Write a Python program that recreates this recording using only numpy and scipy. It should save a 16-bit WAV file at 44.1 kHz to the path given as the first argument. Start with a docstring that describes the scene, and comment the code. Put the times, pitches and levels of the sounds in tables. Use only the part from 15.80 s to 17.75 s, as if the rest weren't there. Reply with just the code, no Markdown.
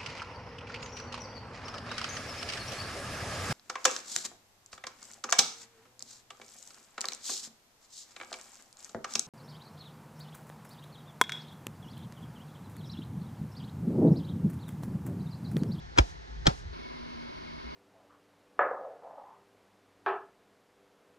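"""A small workshop, a phone's microphone held close to a padded work jacket, the stereo widened.
A hand slaps the jacket twice: cloth brushes, fingers and palm crack down, trapped air pops,
the chest thumps and the room rings briefly. The phone rumbles as it is moved in the other hand.
After the second slap the muffled background hum abruptly turns louder and clearer; a thin whine joins."""
import sys
import numpy as np
from scipy import signal
from scipy.fft import rfft, irfft
from scipy.io import wavfile
from scipy.ndimage import uniform_filter1d, minimum_filter1d

SR = 44100
rng = np.random.default_rng(int(sys.argv[2]) if len(sys.argv) > 2 else 0)


def to_wav(s):
    """Save 16-bit WAV."""
    ch = np.atleast_2d(s).T  # columns
    pcm = np.round(np.clip(ch, -1, 1) * 32767)  # PCM
    wavfile.write(sys.argv[1], SR, pcm.astype(np.int16))


N = 85995

# the flat palm, then the brighter fingers
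# (time [s], cloth [dB], room [dB], hollow ring [dB], knock band [dB], snap band [dB])
SLAPS = [(0.1845, -16.5, -26.5, 1.5, 1, -4), (0.6695, -19, -24, -5.5, -3, 2)]
# stereo widening of the room sound, nearly opposite in the mids (frequency [Hz], lead of the left [rad])
ROOM_PHASE = [(60, 0.13), (130, 0.54), (260, 1.75), (600, 2.766), (850, 2.59), (1100, 2.92), (1800, 2.2),
              (4500, 1.64), (8000, 0.27)]


def slap(t, time, cloth_db, cup_db, knock_db, snap_db):
    """Each contact cracks on the fabric and squeezes out a pocket of air, right by the microphone."""
    # fingers and palm landing (time [s], crack [dB], air pop [dB], pop pitch [Hz], pop decay [s])
    contacts = [(0.1769, -15, -20.5, 520, 0.0027), (0.1846, -8, -7, 612, 0.0028),
                (0.1861, 2.5, -14, 1020, 0.0017), (0.1873, -0.5, -7.5, 393, .003),
                (0.1881, -6.5, -8, 605, 0.0026), (0.1950, -17.5, -22, 660, 0.0037),
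                (0.6585, -24, -18.5, 810, 0.004), (0.6606, -37, -30, 790, 0.0022),
                (0.6684, 1, -8, 687, 0.0019), (0.6703, -5, -14.5, 375, 0.0023),
                (0.6734, -3.5, -16, 384, 0.0038), (0.6755, -11.5, -9.5, 680, 0.0013),
                (0.696, -27, -40, 710, .003)]
    # colour of struck fabric (frequency [Hz], level [dB])
    crack_colour = [(100, -14.5), (400, 4.5), (900, 5.5), (1500, 1), (2200, 1.5), (3300, 1), (5500, -4.5),
                    (7200, -11.5), (10000, -33), (13000, -53)]
    cracks, pops = np.zeros(N), np.zeros(N)
    grit, grit_decay_s = 0.077 * rng.standard_normal(N), 0.0017
    for start, crack_db, pop_db, hz, decay in contacts:
        if abs(start - time) < .1:  # the contacts of this slap
            cracks[int(start * SR)] += undb(crack_db)
            cracks += undb(crack_db) * grit * (t > start) * np.exp(-np.abs(t - start) / grit_decay_s)
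            pop = sagging_ring(t - start, hz, hz * 0.76, sag_s=0.0059, rise_s=0.00075, decay_s=decay)
            pops += undb(pop_db) * pop
    sound = strike(cracks, crack_colour) + undb(cup_db) * cup(cracks) + pops
    sound += undb(cloth_db) * cloth(t - time)
    tone_db = knock_db * bell(hz=1050) + snap_db * bell(hz=4430)
    return irfft(rfft(sound) * undb(tone_db), N)


def cup(cracks):
    """The hollow under the hand rings for a few milliseconds."""
    # rings of the cupped hand and taut fabric (frequency [Hz], level [dB], decay [s])
    modes = [(560, -45, 0.0054), (1000, -25, 0.0027), (1360, -24, 0.006), (1880, -40, 0.0015),
             (2300, -18, 0.0036), (3240, -20, 0.0022), (5090, -21, 0.0011)]
    age = np.arange(2048) / SR
    ring = sum(undb(db) * np.sin(2 * np.pi * hz * age) * np.exp(-age / decay) for hz, db, decay in modes)
    return signal.fftconvolve(cracks, ring)[:N]


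def cloth(age):
    """The jacket crinkles under the hand: a quick press inside a longer, softer brush."""
    # colour of crinkling cloth (frequency [Hz], level [dB])
    colour = [(60, 14), (180, -14), (320, 4.5), (750, 13), (1000, 9), (1500, 6.5), (3000, -11),
              (5600, -9.5), (7500, -21.5), (10500, -40), (13000, -52)]
    press = swell(age, rise_s=0.0019, fall_s=0.0046)
    brush = undb(-2.5) * swell(age, rise_s=0.0073, fall_s=0.0095)
    grain_depth = 0.27
    grain = np.exp(grain_depth * walk(1200) - grain_depth ** 2)
    return (press + brush) * grain * noise(colour)


def chest(t):
    """Chest and padding give way under the hand with a low, falling thump."""
    # (time [s], first pitch [Hz], last pitch [Hz], level [dB], rise [s], decay [s])
    thumps = [(0.1906, 93, 40.5, -12.5, 0.0143, 0.014), (0.6791, 155, 98, -14, 0.005, 0.0049),
              (0.7040, 62, 53, -34.5, 0.0036, 0.048)]
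    return sum(undb(db) * sagging_ring(t - start, first, last, sag_s=0.021, rise_s=rise, decay_s=decay)
               for start, first, last, db, rise, decay in thumps)


def room_tails(t):
    """The workshop rings briefly after each slap, and a faint hiss lingers."""
    # colours of the room's ring and of the hiss (frequency [Hz], level [dB])
    ring_colour = [(60, -17), (200, 6), (330, 6), (760, 10.5), (1000, 4), (2500, -10), (5500, -10),
                   (8000, -28.5), (11000, -35), (14000, -50)]
    hiss_colour = [(300, -2), (2000, -6), (4000, -4.5), (6300, -2.5), (8000, -14.5), (11000, -21),
                   (13000, -22)]
    build_s, decay_s = 0.0058, 0.026
    hiss_db, hold_s, fade_s = -54.5, 0.12, 0.032
    ring = sum(undb(db) * swell(t - time - build_s, build_s / 2, decay_s) for time, _, db, *_ in SLAPS)
    linger = sum((t > time) * np.exp(-np.maximum(t - time - hold_s, 0) / fade_s) for time, *_ in SLAPS)
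    return ring * field(ring_colour) + undb(hiss_db) * linger * field(hiss_colour)


def handling(t):
    """Low rumble of the phone moving in the other hand."""
    # colour of the rumble (frequency [Hz], level [dB])
    colour = [(15, -19), (30, -12.5), (55, 10), (75, -1), (110, -7.5), (200, -22), (600, -74.5)]
    # its swells (time [s], level [dB])
    level = [(0, -46), (.15, -48.5), (.25, -52), (.33, -42.5), (.45, -50.5), (.62, -40), (.78, -47.5),
             (.86, -35.5), (.98, -54), (1.3, -68.5), (1.75, -62), (1.86, -51.5), (1.95, -63)]
    return undb(np.interp(t, *np.array(level).T)) * field(colour)


def machine(t):
    """A fan runs in the background: rushing air and hum, muffled, then abruptly louder and clearer."""
    # colours of the rushing air (frequency [Hz], level [dB])
    muffled_colour = [(30, -39), (100, -17), (160, -5), (210, -8), (370, 1), (600, -5.5), (850, -0.5),
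                      (1150, -6.5), (1800, -5), (2600, -15), (4200, -13.5), (6200, -20.5), (8000, -36.5),
                      (10500, -43.5), (13000, -56)]
    clear_colour = [(25, -6.5), (55, 5), (120, -4), (190, -2.5), (250, 1), (380, 3.5), (520, -4.5),
                    (620, 1.5), (780, -5), (900, 1), (1030, 4), (1200, -6.5), (1700, -6.5), (2200, -12),
                    (2600, -11.5), (3600, -14.5), (4500, -12), (6200, -24.5), (7600, -44), (10500, -38),
                    (13000, -49)]
    # stereo widening of the fan (frequency [Hz], lead of the left [rad])
    phase = [(60, .1), (130, 2.2), (230, 2.25), (350, 2.43), (550, 2.82), (790, 3.08), (1050, 3.45),
             (1250, 2.18), (1900, 2.03), (2170, 1.3), (2700, 2.43), (4200, 1.36), (8000, .8)]
    clears_s, crossfade_s = .927, 0.0043
    clear = np.clip((t - clears_s) / crossfade_s + .5, 0, 1)
    air = (1 - clear) * undb(-50) * field(muffled_colour)
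    air += clear * undb(-43.5) * field(clear_colour, phase)
    return air + widen_room(fan_hum(clear), fan_hum(clear), phase)


def fan_hum(clear):
    """The fan's hum wavers in pitch and level; a thin whine joins as the sound turns clearer."""
    # hum lines (frequency [Hz], muffled level [dB], clear level [dB])
    lines = [(158, -57, -56.5), (236.6, -67.5, -50.5), (405, -75, -60.5)]
    hum = np.zeros(N)
    for hz, muffled_db, clear_db in lines:
        level = undb(muffled_db + (clear_db - muffled_db) * clear)
        flutter = 1 + 0.36 * walk(27)
        hum += level * flutter * sine(hz + 2.97 * walk(16.6))
    whine = clear * undb(-58) * walk(123) * sine(2170 + 25 * walk(39.5))
    return np.sqrt(2) * (hum + whine) * signal.windows.tukey(N, .01)


def widen_close(x):
    """Stereo widening of a close sound: left and right differ in level and phase."""
    # nearly opposite in the mids (frequency [Hz], lead of the left [rad])
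    phase = [(50, 0.09), (160, 0.42), (230, 0.52), (350, 1.9), (600, 3), (1000, 3.6), (1500, 4.1),
             (2300, 4), (3300, 5.03), (6000, 5.51)]
    # (frequency [Hz], left minus right [dB])
    balance = [(100, -1), (900, -.5), (1400, 7), (2500, 1), (4500, 2.5), (8000, 0)]
    tilt = undb(at_hz(balance) / 2)
    return irfft(rfft(x) * np.array([tilt, np.exp(-1j * at_hz(phase)) / tilt]), N)


def widen_room(x, other, phase):
    """Stereo widening of room sound: the right is shifted in phase and partly unrelated to the left."""
    # (frequency [Hz], unrelated share of the power [0-1])
    diffuse = [(50, 0.52), (140, 0.86), (240, 0.03), (400, 0.0067), (600, 0.039), (820, 0.011),
               (1400, 0.25), (3000, 0.61), (8000, 0.87)]
    share = at_hz(diffuse).clip(0, 1)
    common = rfft(x) * np.sqrt(1 - share) * np.exp(-1j * at_hz(phase))
    right = irfft(common + rfft(other) * np.sqrt(share), N)
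    return np.array([x, right])


def field(colour, phase=ROOM_PHASE):
    """Coloured noise that fills the room."""
    return widen_room(noise(colour), noise(colour), phase)


def undb(db):
    """Decibels to gain."""
    return 10 ** (np.asarray(db) / 20)


def at_hz(points, size=N):
    """A table of (frequency [Hz], value) read at every frequency bin."""
    hz, value = np.array(points, float).T
    bins_hz = np.arange(size // 2 + 1) * SR / size
    return np.interp(np.log(bins_hz + 1e-9), np.log(hz), value)


def bell(hz, width_octaves=0.3):
    """A bell on the frequency axis, 1 at its centre."""
    octaves = np.log2(np.fft.rfftfreq(N, 1 / SR) / hz + 1e-9)
    return np.exp(-.5 * (octaves / width_octaves) ** 2)


def noise(colour):
    """Coloured noise of unit rms."""
    x = irfft(rfft(rng.standard_normal(N)) * undb(at_hz(colour)), N)
    return x / x.std()


def walk(rate_hz):
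    """Smooth random wander with a spread of 1."""
    span = int(SR / rate_hz)
    x = uniform_filter1d(rng.standard_normal(N), span, mode="wrap")
    x = uniform_filter1d(x, span, mode="wrap")
    return x / x.std()


def sine(hz):
    """A tone that follows a moving pitch."""
    return np.sin(2 * np.pi * np.cumsum(hz) / SR)


def strike(x, colour, size=1024):
    """Rings x through a colour's causal response, scaled to a peak of 1."""
    cepstrum = irfft(np.log(undb(at_hz(colour, size))))
    cepstrum[1:size // 2] *= 2
    cepstrum[size // 2 + 1:] = 0
    response = irfft(np.exp(rfft(cepstrum)))
    return signal.fftconvolve(x, response / np.abs(response).max())[:N]


def swell(age, rise_s, fall_s):
    """Exponential rise to a peak at age 0, then exponential fall."""
    return np.exp(np.minimum(age / rise_s, -age / fall_s))


def sagging_ring(age, first_hz, last_hz, sag_s, rise_s, decay_s):
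    """A damped swing whose pitch falls."""
    age = np.maximum(age, 0)
    cycles = last_hz * age + (first_hz - last_hz) * sag_s * (1 - np.exp(-age / sag_s))
    fall = np.exp(-(age - rise_s * 1.12) / decay_s).clip(0, 1)
    return np.sin(2 * np.pi * cycles) * np.minimum(np.sqrt(age / rise_s), fall)


def scene():
    """Slaps close to the microphone, over room, machine and handling."""
    t = np.arange(N) / SR
    hand = sum(slap(t, time, cloth_db, *tone) for time, cloth_db, _, *tone in SLAPS)
    return widen_close(hand + chest(t)) + room_tails(t) + machine(t) + handling(t)


def record(dry):
    """The microphone dulls the extreme treble, a limiter ducks the highest peaks, and the top is cut."""
    microphone_top_hz, cut_hz = 11600, 15700
    ceiling, limiter_s = .88, 0.0011
    heard = signal.sosfilt(signal.butter(10, microphone_top_hz, fs=SR, output="sos"), dry)
    span = int(limiter_s * SR)
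    gain = np.minimum(1, ceiling / (np.abs(heard).max(axis=0) + 1e-9))
    limited = heard * uniform_filter1d(minimum_filter1d(gain, span), span)
    return signal.sosfilt(signal.ellip(8, .2, 70, cut_hz, fs=SR, output="sos"), limited)


dry = scene()
out = record(dry)
to_wav(out)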